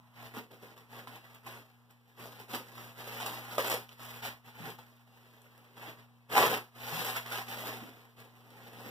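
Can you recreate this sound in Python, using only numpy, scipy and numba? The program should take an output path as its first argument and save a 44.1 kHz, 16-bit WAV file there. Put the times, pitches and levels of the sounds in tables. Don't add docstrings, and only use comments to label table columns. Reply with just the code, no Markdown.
import sys
import numpy as np
from scipy import signal
from scipy.fft import rfft, irfft
from scipy.io import wavfile
from scipy.ndimage import uniform_filter1d
from numba import njit

SR = 44100
rng = np.random.default_rng(int(sys.argv[2]) if len(sys.argv) > 2 else 0)


def nominal_scale(level):
    x = np.asarray(level, float) / 20
    return 10 ** x


def output_pcm(signal):
    pcm = np.clip(np.atleast_2d(signal).T, -1, 1) * 32767
    wavfile.write(sys.argv[1], SR, np.round(pcm).astype(np.int16))


N = 392490

# (start t/s, length t/s, first level/dB, last level/dB)
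PULLS = [(0.163, 0.095, -56, -49), (0.629, 0.096, -54.5, -60), (0.911, 0.086, -54.5, -47.5),
         (1.09, 0.074, -53.5, -53), (1.243, 0.1, -58.5, -64.5), (1.468, 0.14, -48, -56),
         (2.199, 0.2, -50, -57), (2.67, 0.11, -57, -58.5), (2.765, 0.14, -51.5, -53.5),
         (2.981, 0.25, -50.5, -42), (3.264, 0.22, -39, -52), (3.48, 0.08, -50, -44.5),
         (3.647, 0.099, -36, -36.5), (4.007, 0.17, -50.5, -48.5), (4.564, 0.121, -52.5, -43),
         (5.073, 0.41, -66, -65.5), (5.52, 0.39, -64, -67), (5.779, 0.11, -53, -47),
         (6.765, 0.12, -53.5, -42), (6.916, 0.18, -41, -37), (7.263, 0.12, -45.5, -38),
         (7.486, 0.19, -42, -43.5), (7.678, 0.16, -43, -53.5), (7.803, 0.39, -53, -71.5),
         (8.285, 0.4, -68, -55.5), (8.73, 0.22, -54, -49)]
# (start t/s, length t/s, first level/dB, last level/dB)
TUGS = [(0.34, 0.036, -48.5, -46.5), (.51, 0.021, -59, -55), (0.31, .01, -57, -59),
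        (4.86, .15, -65.5, -69.5), (1.645, 0.14, -68, -74), (2.05, .06, -72, -69),
        (0.766, 0.081, -60.5, -64), (1.906, 0.02, -62, -74), (2.399, .04, -51.5, -60),
        (2.488, 0.06, -56, -37.5), (3.582, .006, -35.5, -32), (3.888, 0.042, -61, -58),
        (4.225, 0.03, -42.5, -35.5), (4.444, 0.037, -63.5, -52.5), (4.785, .01, -53.5, -54.5),
        (5.977, 0.019, -63, -56.5), (6.295, 0.038, -55.5, -35), (6.34, 0.039, -36.5, -24),
        (6.399, 0.055, -31, -26), (6.5, 0.034, -34, -33), (7.14, 0.022, -41, -41),
        (7.166, 0.0072, -34, -39.5), (8.166, 0.039, -63.5, -52), (8.64, 0.034, -57, -55),
        (1.301, .02, -57, -61), (1.344, .02, -58, -60), (7.317, 0.029, -43, -44.5),
        (3.7, 0.0091, -45, -34.5), (1.078, 0.0094, -50, -55)]


def effort():
    t = np.arange(0, N, 64) / SR
    start, length, first_db, last_db = np.transpose(PULLS + TUGS)[:, :, None]
    progress = np.clip((t - start) / np.maximum(length, 1e-3), 0, 1)
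    held_db = first_db + (last_db - first_db) * progress
    rise = np.repeat([516, 2000], [len(PULLS), len(TUGS)])[:, None]
    fall = 243
    move_db = held_db - rise * np.maximum(start - t, 0) - fall * np.maximum(t - start - length, 0)
    rest_db = -72
    power = nominal_scale(2 * move_db).sum(axis=0) + nominal_scale(2 * rest_db)
    return np.interp(np.arange(N) / SR, t, 10 * np.log10(power))


# (f/Hz, level/dB per Hz)
WRAP = [(40, -62), (100, -13), (250, -8.5), (500, -2), (850, 2), (1250, -2.5), (1900, 2), (2700, -2.5),
        (4200, -13.5), (6000, -21.5), (8600, -25), (11000, -21.5), (15500, -17.5)]
# (t/s, thud level/dB, crackle level/dB), both against the creases
GRIP = [(0, -21.5, -14), (.45, -2.5, -10.5), (1.1, -11.5, -12), (1.9, -11, -10.5), (2.5, -8, -8.5),
        (3.2, -14, -10), (3.7, -12.5, -8.5), (4.1, -20.5, -9.5), (4.6, -11, -12), (5, -9.5, -9.5),
        (5.9, -9, -13), (6.4, -11, -11), (6.55, -9.5, -11), (7, -17.5, -8), (7.3, -24, -11),
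        (7.55, -12, -9), (7.9, -7.5, -10.5), (8.9, -5.5, -10.5)]


def rustle(crease_db):
    folds = swarm(count=19000, lo_hz=150, hi_hz=4970, cycles=1.58, scatter_db=1.0)
    ticks = swarm(count=26000, lo_hz=3140, hi_hz=16300, cycles=0.27, scatter_db=3.0)
    slide = rng.standard_normal(N)
    patchy = nominal_scale(1.19 * walk(60))
    mix = patchy * (nominal_scale(-11) * folds + nominal_scale(-6.5) * ticks + nominal_scale(-7.5) * slide)
    film = rfft(mix) * nominal_scale(on_hz(WRAP))

    low = 1 / (1 + (HZ / 450) ** 4) / (1 + (110 / HZ) ** 4)
    high = 1 / (1 + (4500 / HZ) ** 6)
    middle = 1 / (1 + (450 / HZ) ** 4) - high

    thud_db, crackle_db = crease_db + np.array(curves(GRIP))
    _, snap_db, _, tick_db = np.transpose(SNAPS)
    thud = nominal_scale(thud_db + 0.5 + 0.52 * walk(7.3))
    crease = np.sqrt(nominal_scale(2 * crease_db - 1.0) + bursts(snap_db - 23))
    crackle = np.sqrt(nominal_scale(2 * crackle_db + 13.5) + bursts(snap_db + tick_db - 15))
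    parts = ((low, thud), (middle, crease), (high, crackle))
    return sum(unit(irfft(film * share, N)) * size for share, size in parts)


def swarm(count, lo_hz, hi_hz, cycles, scatter_db):
    when, pitch, strength, sign = rng.random((count, 4)).T
    hz = lo_hz * (hi_hz / lo_hz) ** pitch
    extra_db = np.minimum(-scatter_db * np.log(1 - strength), 16)
    size = hz * np.sign(sign - .5) * nominal_scale(extra_db)
    return unit(rings((when * N).astype(np.int64), hz, np.full(count, 1. * cycles), size))


@njit
def rings(start, hz, cycles, size):
    out = np.zeros(N)
    for g in range(len(start)):
        turn = np.exp((2j * np.pi - 1 / cycles[g]) * hz[g] / SR)
        z = size[g] + 0j
        end = min(N, start[g] + int(6 * cycles[g] * SR / hz[g]) + 1)
        for i in range(start[g], end):
            out[i] += z.real
            z *= turn
    return out


def bursts(db):
    start = (np.transpose(SNAPS)[0] * SR).astype(np.int64)
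    hz = 1e-3
    cycles = hz * 0.11 / np.log(1e6)
    return np.abs(rings(start, np.full(len(start), hz), np.full(len(start), cycles), nominal_scale(2 * db)))


# (t/s, peak level/dB, ring f/Hz, tick level/dB against the ring)
SNAPS = [(0.349, -30.5, 1020, -8), (0.523, -45, 487, -21), (0.633, -38, 473, -28), (0.778, -39.5, 1040, -5),
         (1.073, -30.5, 1000, -34), (1.303, -45, 912, -20), (1.466, -31, 1020, -2.5),
         (1.555, -39, 1060, -23), (2.257, -30.5, 610, -4.5), (2.4, -39, 446, 1.5), (2.511, -37, 1030, 3),
         (2.548, -17.5, 1620, -9), (2.78, -31, 1050, -7), (3.202, -23.5, 930, -6),
         (3.262, -21.5, 1080, 1.5), (3.582, -8.5, 594, -25), (3.699, -19.5, 910, -11),
         (3.892, -32, 3000, -34), (4.003, -41, 960, -3), (4.048, -37, 1220, 4.5), (4.09, -48, 1080, 7),
         (4.233, -26.5, 890, -27), (4.787, -39, 828, -8), (6.303, -52, 966, -12), (6.355, -14.5, 845, -36),
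         (6.37, -7, 860, -24), (6.427, -7, 960, -39), (6.515, -16, 530, -27), (6.769, -47, 840, -25.5),
         (7.168, -16, 1420, -13)]
# (t/s, peak level/dB, ring f/Hz, tick level/dB against the ring)
TEAR = [(3.727, -20, 536, -10), (3.741, -20.5, 490, 8.5), (6.364, -9, 860, -33), (6.377, -14, 760, -35),
        (6.381, -3.5, 1000, -35), (6.389, -16, 1040, -33), (6.407, -15, 820, -24), (6.421, -9, 950, -30),
        (6.434, -14, 830, -21), (6.439, -10.5, 544, -29), (6.454, -16, 523, -8), (6.464, -11.5, 830, -2)]
# (t/s, peak level/dB)
TICKS = [(0.626, -59), (1.348, -43), (1.9097, -53), (3.2994, -36), (3.675, -28.5), (3.7, -23),
         (3.7165, -30), (5.419, -47.5), (5.5792, -51), (5.6526, -58), (6.327, -34), (7.108, -28),
         (7.1414, -39), (7.179, -40), (8.2024, -45), (8.504, -48)]
# (t/s, peak level/dB, f/Hz)
BUMPS = [(0.369, -36, 239.5), (2.536, -37, 251), (4.602, -39, 165), (4.639, -46, 160), (4.659, -45, 163),
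         (6.925, -37.5, 155), (6.972, -41, 228), (6.99, -42, 173), (7.815, -44, 229), (7.828, -39, 297),
         (7.842, -39, 260)]


def snaps():
    s, db, hz, tick_db = np.transpose(SNAPS + TEAR)
    start = (s * SR).astype(np.int64)
    ring = rings(start, hz, np.full(len(s), 1.8), nominal_scale(db - 5))
    ring += rings(start + 30, 1.96 * hz, np.full(len(s), 1.2), -nominal_scale(db - 12.5))
    bright = spray(s, db + tick_db - 11.5, length_s=.0015)

    s, db = np.transpose(TICKS)
    bright += spray(s, db + 3.0, length_s=0.00054)

    s, db, hz = np.transpose(BUMPS)
    thud = rings((s * SR).astype(np.int64), hz, np.full(len(s), 5.5), nominal_scale(db - 2.0))
    dull = signal.butter(2, 350, fs=SR, output="sos")
    return ring + bright + signal.sosfilt(dull, thud)


def spray(s, db, length_s):
    puffs = rings((s * SR).astype(np.int64), np.ones(len(s)), np.full(len(s), 1. * length_s), nominal_scale(db))
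    bright = signal.butter(2, 4000, "high", fs=SR, output="sos")
    return signal.sosfilt(bright, puffs * rng.standard_normal(N))


def room(x, count=7, hops=25, t60_s=0.18, wet_db=-3):
    t = np.arange(int(.3 * SR)) / SR
    stay = (SR / hops * rng.uniform(.6, 1.4, 400)).astype(int)
    spot = np.repeat(rng.integers(0, count, 400), stay)[:N]
    out = np.zeros((2, N))
    for k in range(count):
        fade = nominal_scale(-60 * t / t60_s) * np.minimum(t / 0.0013, 1)
        paths = rng.standard_normal((2, len(t))) * fade
        paths *= nominal_scale(wet_db) / np.sqrt(np.sum(paths ** 2, axis=1, keepdims=True))
        paths[0, 0] += 1
        paths[1, 2 * k] += (-1) ** k
        here = np.sqrt(np.maximum(uniform_filter1d(1. * (spot == k), size=300), 0))
        out += signal.oaconvolve((x * here)[None], paths, axes=1)[:, :N]
    return out / np.sqrt(1 + nominal_scale(2 * wet_db))


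# (f/Hz, likeness from -1 to 1)
LIKENESS = [(100, .96), (500, .92), (1000, .55), (1500, -.55), (2100, -.15), (2800, -.12), (4500, .05)]
# (f/Hz, share in left 0-1, share in right 0-1)
CROSS = [(300, .85, .85), (2200, .77, .77), (3300, .66, .66), (4500, .54, .54), (8000, .5, .5),
         (9500, .38, .16), (15500, .3, .1)]
# (f/Hz, left minus right level/dB)
LEFT_LIFT = [(100, 3.5), (200, 0), (1250, 0), (2500, -1), (6000, 0), (10000, 1), (13000, -.5), (15500, -1)]


def port_pair(paths):
    like = np.clip(on_hz(LIKENESS), -.9, .995)
    shared, apart = rfft(paths, axis=1) * np.sqrt([(1 + like) / 2, (1 - like) / 2])
    late = np.exp(-2j * np.pi * HZ * 0.000451)
    out = []
    for k, sign in ((1, 0.84), (2, -0.93)):
        cross = np.clip(on_hz(CROSS, column=k), 0, 1)
        power = 1 + cross ** 2 - 2 * cross * like * late.real
        mix = shared * (1 - cross * late) + sign * apart * (1 + cross * late)
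        lift = nominal_scale(sign * on_hz(LEFT_LIFT) / 2)
        out.append(irfft(mix / np.sqrt(power) * lift, N))
    return np.array(out)


def gate(pull_db):
    lag_s, knee_db, soft_db = 0.013, -55.5, 10.5
    mid_db, span_db = -60.5, 7
    heard_db = 10 * np.log10(uniform_filter1d(nominal_scale(2 * pull_db), int(lag_s * SR)) + 1e-12)
    return mid_db + span_db * np.tanh((heard_db - knee_db) / soft_db)


# (f/Hz, left level/dB, right level/dB)
HUM = [(119.6, 1.5, -4), (238.3, -11, -1.5)]
# (f/Hz, level/dB per Hz)
HISS = [(25, -21), (60, 3.5), (170, 6), (400, -11), (1000, 8), (1900, -6.5), (2800, -7), (5000, -14.5),
        (8600, -18.5), (15500, -14.5)]


def background(gate_db):
    t = np.arange(N) / SR
    hum = np.zeros((2, N))
    for hz, left_db, right_db in HUM:
        hum += np.sqrt(2) * nominal_scale([[left_db], [right_db]]) * np.sin(2 * np.pi * hz * t)
    hiss = irfft(rfft(rng.standard_normal((2, N)), axis=1) * nominal_scale(on_hz(HISS)), N, axis=1)
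    swell_db = 1.3 * walk(8.6)
    flutter_db = .8 * walk(11)
    hiss_db = -5.5 + swell_db
    return nominal_scale(gate_db + flutter_db) * (hum + nominal_scale(hiss_db) * port_pair(unit(hiss)))


HZ = np.arange(N // 2 + 1) * SR / N + 1e-3


def on_hz(table, column=1):
    rows = np.array(table)
    return np.interp(np.log(HZ), np.log(rows[:, 0]), rows[:, column])


def curves(rows):
    s, *columns = np.transpose(rows)
    return [np.interp(np.arange(N) / SR, s, c) for c in columns]


def unit(x):
    return x / np.sqrt(np.mean(x ** 2))


def walk(rate):
    k = int(SR / rate)
    steps = np.repeat(rng.standard_normal(N // k + 1), k)
    return 1.49 * uniform_filter1d(steps, k)[:N]


def scene():
    pull_db = effort()
    wrap = nominal_scale(0.5) * (rustle(pull_db) + snaps())
    return port_pair(room(wrap)) + background(gate(pull_db))


# (f/Hz, level/dB)
MASK = [(1000, 25), (1600, 15), (2200, 13), (4500, 9.5), (7000, 8), (9000, 6.5), (10500, 8)]


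def drop_masked(x, flicker_db=17, size=13):
    lead = 1024 - 579
    pair = np.pad(np.array([x[0] + x[1], x[0] - x[1]]) / 2, ((0, 0), (lead, 0)))
    window = np.sin(np.pi * (np.arange(2048) + .5) / 2048)
    frames = dict(window=window, nperseg=2048, noverlap=1024)
    spec = signal.stft(pair, **frames)[2]

    def smooth(values, bins):
        return uniform_filter1d(uniform_filter1d(values, bins, axis=1), size=2, axis=2)

    power = smooth(np.abs(spec) ** 2, size)
    margin_db = np.interp(np.linspace(0, SR / 2, spec.shape[1]), *np.transpose(MASK))[:, None]
    budget_db = margin_db + flicker_db * smooth(rng.standard_normal(spec.shape), 24)
    keep = power * nominal_scale(budget_db) ** 2 > power[::-1]
    keep[:, :45] = True
    mid, side = signal.istft(spec * keep, **frames)[1][:, lead:lead + N]
    return np.array([mid + side, mid - side])


def top_cut(x):
    return signal.sosfilt(signal.butter(12, 16020, fs=SR, output="sos"), x)


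# (f/Hz, level/dB)
TOP = [(15450, 0), (15580, -32), (15850, -60)]


def record(dry):
    rounded = .5 * np.tanh(2 * dry)
    cut = irfft(rfft(rounded, axis=1) * nominal_scale(on_hz(TOP)), N, axis=1)
    mix = drop_masked(cut)
    return top_cut(mix)


dry = scene()
out = record(dry)
output_pcm(out)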